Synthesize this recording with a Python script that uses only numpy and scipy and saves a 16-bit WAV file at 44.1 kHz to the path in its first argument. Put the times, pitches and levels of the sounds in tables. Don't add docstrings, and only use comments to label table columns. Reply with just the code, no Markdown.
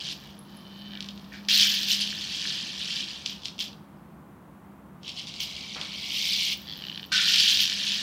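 import sys
import numpy as np
from scipy import signal
from scipy.fft import rfft, irfft, next_fast_len
from scipy.io import wavfile
from scipy.ndimage import map_coordinates

SR = 44100
rng = np.random.default_rng(int(sys.argv[2]) if len(sys.argv) > 2 else 0)


def waveform_to_disk(signal):
    frames = np.transpose(np.atleast_2d(signal))
    scaled = np.clip(frames, -1, 1) * 32767
    samples = np.round(scaled).astype(np.int16)
    wavfile.write(sys.argv[1], SR, samples)


N = 353682
TIME_S = np.arange(N) / SR

# [f/Hz, relative level/dB]
WOOD_COLOUR = [(1500, -30.5), (2250, -11.5), (2750, -2.5), (3150, 3), (3650, -0.5), (4600, -1.5),
               (5600, -5.5), (6800, -15.5), (8600, -24), (11500, -31.5), (15800, -45)]
# [f/Hz, width/Hz, relative level/dB]
TABLE_MODES = [(1795, 580, 0), (2280, 300, 0)]


def amp(db):
    return 10 ** (np.asarray(db) / 20)


def unit(x):
    return x / np.sqrt(np.mean(x ** 2) + 1e-20)


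def along(points, hz):
    point_hz, value = np.transpose(points)
    return np.interp(np.log(hz + 1), np.log(point_hz + 1), value)


def curves(rows):
    s, *columns = np.transpose(rows)
    return [np.interp(TIME_S, s, column) for column in columns]


def wobble(rate_hz):
    knots = rng.standard_normal(int(N * rate_hz / SR) + 4)
    return map_coordinates(knots, [np.arange(N) * rate_hz / SR])


def filtered(x, response):
    size = next_fast_len(N + SR // 2)
    return irfft(rfft(x, size) * response(np.fft.rfftfreq(size, 1 / SR)), size)[:N]


def causal(points):
    def response(hz):
        cepstrum = irfft(np.log(amp(along(points, hz))))
        half = len(cepstrum) // 2
        cepstrum[1:half] *= 2
        cepstrum[half + 1:] = 0
        return np.exp(rfft(cepstrum))
    return response


def modes(table):
    def response(f):
        return sum(amp(db) * (1j * f * width / (hz * hz - f * f + 1j * f * width)) ** 2
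                   for hz, width, db in table)
    return response


def impulse():
    return np.arange(N) == 99


def taps(s, size):
    return np.bincount((s * SR).astype(int), size, N)[:N]


def rings(s, gain, hz, t60_s, rise_s, size, hold_s=0):
    k = np.arange(size)
    t = k / SR
    decay = amp(-60 * np.maximum(t - hold_s, 0) / t60_s[:, None])
    attack = 1 - np.exp(-t / rise_s)
    wave = gain[:, None] * np.sin(2 * np.pi * hz[:, None] * t) * decay * attack
    at = (np.round(s * SR).astype(int)[:, None] + k).ravel()
    return np.bincount(at, wave.ravel(), N + size)[:N]


def contacts(s, gain, cycles, count):
    u = rng.random((len(s), count, 2))
    hz = 1500 * 10 ** u[..., 0]
    size = gain[:, None] * amp(5 * u[..., 1]) * hz / 4000
    t60_s = cycles / hz
    raw = rings(np.repeat(s, count), size.ravel(), hz.ravel(), t60_s.ravel(), rise_s=5e-5, size=180)
    return filtered(raw, causal(WOOD_COLOUR))


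def snaps(s, db, soft_hz):
    def colour(hz):
        return causal(WOOD_COLOUR)(hz) / (1 + 1j * hz / soft_hz) ** 2
    peak = np.abs(signal.hilbert(filtered(impulse(), colour)[:4096])).max()
    return filtered(taps(s + 0.00055, amp(db) / peak), colour)


def shower(count, spread_db):
    s = rng.random(count) * (N - 1) / SR
    return s, amp(spread_db * np.clip(rng.standard_normal(count), -2, 2))


def dying(start_s, db, t60_s):
    t = TIME_S - start_s
    return (t > 0) * amp(db - 60 * np.abs(t) / t60_s)


def room_tone():
    # [f/Hz, relative level/dB]
    air_colour = [(30, -41.5), (59, -8.5), (81, -8.5), (117, -13), (149, -2.5), (203, -2), (226, -7.5),
                  (362, -12), (402, -18), (1090, -17.5), (1750, -27.5), (5120, -47), (15800, -42.5)]
    air = unit(filtered(rng.standard_normal(N), lambda f: amp(along(air_colour, f))))
    return amp(-49 + 0.1 * wobble(2.06)) * air


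def hum():
    # [t/s, f/Hz, rms level/dB]
    hum_course = [(0, 198.7, -60.5), (.9, 198.5, -45), (2, 200.1, -44.5), (2.4, 203, -53.5),
                  (5.2, 199.5, -58.5), (8.02, 197.4, -52)]
    hz, db = curves(hum_course)
    level = np.sqrt(2) * amp(db + 1.4 * wobble(5.4))
    return level * np.sin(2 * np.pi * np.cumsum(hz + 3 * wobble(8)) / SR)


def effort():
    # [t at full strength/s, build-up/s, hold/s, dying/s, clatter/dB, charm ring/dB, table drumming/dB]
    moves = [(0.123, 0.28, 0.0057, 0.016, -35.5, -66, -53), (0.155, .05, 0.15, 0.17, -51.5, -66.5, -61),
             (0.987, 0.15, 0.0098, 0.15, -63.5, -80, -52), (0.5, .1, 0.99, 0.07, -59, -71, -65),
             (1.333, 0.018, 0.023, 0.083, -48, -83, -44), (1.486, 0.00069, 0.13, 0.46, -22, -41, -39.5),
             (2.502, 0.87, 0.06, 0.58, -33, -67.5, -49.5), (2.918, 0.26, 0.078, 0.4, -33.5, -69, -49.5),
             (5.56, 0.34, 0.46, 0.53, -40.5, -78, -49), (6.363, 0.46, .17, 0.024, -28, -49, -41),
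             (6.597, 0.056, 0.43, 0.11, -50.5, -64.5, -61), (7.121, .002, 0.04, 0.68, -25, -62, -33),
             (7.333, 0.18, 0.18, 0.22, -23.5, -46, -69.5), (7.932, 0.47, 0.016, 0.37, -29.5, -57.5, -46)]
    # [t at full strength/s, build-up/s, clatter/dB, charm ring/dB]
    nudges = [(1.62, .04, -25.5, -43.5), (1.919, 0.072, -23.5, -45), (2.02, 0.04, -28, -64),
              (3.262, 0.008, -37, -66), (3.303, 0.012, -40, -64), (3.452, 0.011, -38, -67),
              (3.61, 0.026, -33, -54.5), (5.086, 0.056, -38.5, -74), (5.201, 0.066, -36.5, -75),
              (5.281, 0.026, -39, -77), (5.35, 0.019, -41.5, -79), (5.405, 0.013, -31.5, -49.5),
              (7.39, .01, -22, -55), (7.49, 0.03, -25.5, -57), (7.611, 0.052, -24.5, -41)]
    hold_s, dying_s, drum_db = 0.0048, 0.091, -22
    step_db = 20
    jolts = [(s, build, hold_s, dying_s, db, ring, db + drum_db) for s, build, db, ring in nudges]
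    s, build, hold, fade, *levels = np.array(moves + jolts).T[..., None]
    t = np.arange(0, N / SR + .002, .0005)
    before = (np.maximum(s - t, 0) / build) ** 2
    after = np.maximum(t - s - hold, 0) / fade
    shape_db = -step_db * (before + after)
    gains = [np.sqrt((amp(db + shape_db) ** 2).sum(axis=0)) for db in levels]
    return [np.interp(TIME_S, t, gain) for gain in gains]


def link_clatter():
    s, size = shower(count=26000, spread_db=4.2)
    return unit(contacts(s, size, cycles=33.0, count=2))


def strikes():
    s, size = shower(count=700, spread_db=0.5)
    blows = contacts(s, size, cycles=20.5, count=8)
    return unit(filtered(blows, lambda hz: 1j * hz / (1j * hz + 6000)))


def charm_ring():
    # [f/Hz, spread to either side/Hz, relative level/dB]
    charm_modes = [(11000, 290, -0.5), (13300, 300, 3.5), (14270, 350, 3.5), (15230, 310, -1.5)]
    s, size = shower(count=5000, spread_db=5.5)
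    u = rng.random((len(s), 2))
    family = (u[:, 0] * len(charm_modes)).astype(int)
    hz, spread_hz, db = np.array(charm_modes)[family].T
    pitch_hz = hz + spread_hz * (2 * u[:, 1] - 1)
    return unit(rings(s, size * amp(db), pitch_hz, np.full(len(s), 0.016), rise_s=3e-4, size=750))


def table_hollow(pushes):
    further_back_s = (5, 6.6)
    front = unit(filtered(pushes, modes(TABLE_MODES)))
    back = unit(filtered(pushes, modes(TABLE_MODES[1:])))
    return np.where(np.digitize(TIME_S, further_back_s) == 1, back, front)


def buckle(pushes):
    rattle = unit(filtered(pushes, modes([(1523.5, 118.5, 0)])))
    return dying(7.118, db=-29.5, t60_s=0.67) * rattle


def belt():
    clump_db = 0.61 * wobble(30)
    s, size = shower(count=6000, spread_db=4.5)
    pushes = taps(s, size * rng.choice([-1, 1], len(s)))
    rattling, swinging, drumming = effort()
    hard = amp(-4.5) * (rattling / rattling.max()) ** .6
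    clatter = rattling * (link_clatter() + hard * strikes())
    hollow = drumming * table_hollow(pushes)
    return amp(clump_db) * (clatter + swinging * charm_ring() + hollow + buckle(pushes))


def pings():
    # [t/s, level/dB, f/Hz]
    charm_hits = [(0.1251, -46, 11300), (0.391, -37.5, 11000), (0.5698, -43, 10900), (0.793, -53, 11160),
                  (2.008, -30.5, 10800), (6.574, -34.5, 15500), (6.6168, -41, 13300), (6.7732, -39, 14400),
                  (7.0622, -41, 14100)]
    s, db, hz = np.transpose(charm_hits)
    first = rings(s, amp(db), hz, np.full(len(s), 0.012), rise_s=0.00025, size=2000)
    tail = rings(s, amp(db - 15), hz, np.full(len(s), 0.12), rise_s=0.00018, size=9000)
    return first + tail


def chain():
    # [t/s, link rate/Hz, level/dB]
    slide = [(.5, 153, -64), (.75, 144, -54), (.88, 120, -48), (.93, 88, -48)]
    # [t/s, relative level/dB]
    link_drops = [(.9341, -29), (.9521, -28), (.9726, -28), (6.6705, -33), (6.6783, -28), (6.6862, -28),
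                  (6.6962, -25), (6.706, -27), (6.7137, -27), (6.7242, -26), (6.7347, -26), (6.7455, -30),
                  (6.756, -31), (6.765, -31), (6.7771, -31), (6.789, -29), (6.7995, -31), (6.809, -32),
                  (6.821, -27), (6.8384, -26), (6.8509, -26), (6.8674, -25), (6.8833, -25), (6.8973, -25),
                  (6.9153, -28), (6.926, -30), (6.9457, -29), (6.9577, -25), (6.9751, -23), (6.9951, -23),
                  (7.029, -27), (7.04, -28), (7.0494, -31)]
    # [f/Hz, width/Hz, relative level/dB]
    edge_modes = [(1775, 150, -14), (2590, 130, -15), (3040, 160, 0), (3610, 180, -8), (4060, 200, -8),
                  (4540, 170, -10), (5300, 150, -19)]
    # [t/s, frequency factor]
    pull = [(1.25, 1.0), (6.68, 1.1), (6.77, 1.08), (6.82, 1.0)]
    rate_hz, db = curves(slide)
    links_passed = np.cumsum(rate_hz * (1 + 0.086 * wobble(90))) / SR
    run = np.diff(np.floor(links_passed), prepend=0) * amp(2.8 * rng.standard_normal(N))
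    moving = np.abs(TIME_S - .7) < .25
    whirr = moving * amp(db) * unit(filtered(run, modes(edge_modes)))

    s, tick_db = np.transpose(link_drops)
    hz, _, mode_db = np.transpose(edge_modes)
    u = rng.standard_normal((len(s), len(hz), 2))
    factor = np.interp(s, *np.transpose(pull))[:, None] ** (hz < 4200)
    pitch_hz = factor * hz * (1 + .025 * u[..., 0])
    gain = amp(tick_db[:, None] + mode_db - 5 + 2.5 * u[..., 1])
    ring = rings(np.repeat(s, len(hz)), gain.ravel(), pitch_hz.ravel(), np.full(gain.size, .007),
                 rise_s=0.0003, size=600, hold_s=.0022)
    blow = snaps(s, tick_db - 14, soft_hz=9100)
    return ring + blow + whirr


def clacks():
    # [t/s, relative level/dB]
    clack_hits = [(1.0058, -18), (1.0253, -21), (1.0437, -26), (1.0604, -29), (1.0871, -21), (1.1071, -31),
                  (1.1764, -30), (1.1949, -36), (1.2433, -38), (1.4496, -32), (1.4863, -7), (1.8845, -12),
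                  (1.9048, -8), (2.0126, -13), (2.074, -16), (2.1039, -16), (2.9041, -16), (3.2605, -9),
                  (3.2954, -21), (3.4199, -33), (3.4339, -26), (3.4553, -13), (3.4828, -20), (3.5805, -30),
                  (3.591, -16), (3.6024, -17), (3.6077, -14), (3.7302, -33), (5.0322, -31), (5.0791, -19),
                  (5.0926, -20), (5.1986, -24), (5.2709, -24), (5.3398, -23), (5.4049, -19), (5.4324, -17),
                  (5.7476, -22), (5.813, -15), (6.3081, -13), (7.2994, -9), (7.3219, -6), (7.3423, -5),
                  (7.359, -5), (7.4785, -7), (7.6766, -11), (7.3837, -7), (7.5523, -12), (7.5723, -9),
                  (7.593, -9), (7.626, -7), (7.634, -9), (7.7105, -13), (7.6027, -5), (7.6536, -8),
                  (7.698, -10), (7.886, -13), (7.919, -11)]
    s, db = np.transpose(clack_hits)
    contact_s = s[:, None] + .0045 * rng.random((len(s), 3))
    ring = contacts(contact_s.ravel(), np.repeat(amp(db - 16), 3), cycles=34, count=4)
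    return snaps(s, db - 1, soft_hz=12000) + ring


def table_knocks():
    # [t/s, peak level/dB]
    dull_hits = [(2.1268, -27), (2.4537, -24), (2.506, -32), (7.721, -25)]
    s, db = np.transpose(dull_hits)
    peak = np.abs(filtered(impulse(), modes(TABLE_MODES))).max()
    return filtered(taps(s, amp(db) / peak), modes(TABLE_MODES))


def bump():
    def dull(f):
        return f ** 2 / (f ** 2 + 350 ** 2) / (1 + (f / 2400) ** 4)
    return dying(5.758, db=-40.5, t60_s=0.56) * unit(filtered(rng.standard_normal(N), dull))


def walls(x, t60_s, count=7):
    t = np.arange(SR // 4) / SR
    tails = rng.standard_normal((count, len(t))) * amp(-60 * t / t60_s) * (t > .002)
    place = np.repeat(rng.integers(count, size=N // 400 + 1), 400)[:N]
    parts = x * (place == np.arange(count)[:, None])
    wet = signal.fftconvolve(parts, tails / np.linalg.norm(tails[0]), axes=1).sum(axis=0)[:N]
    return filtered(wet, lambda hz: hz > 1100)


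def scene():
    ticks = chain()
    metal = belt() + pings() + clacks() + table_knocks()
    wet = amp(-7.5) * walls(metal + amp(-4) * ticks, t60_s=0.26)
    return (metal + ticks + wet + room_tone() + hum() + bump())[None]


def record(dry):
    top_hz = 15900
    return filtered(dry[0], lambda hz: hz < top_hz)[None]


dry = scene()
out = record(dry)
waveform_to_disk(out)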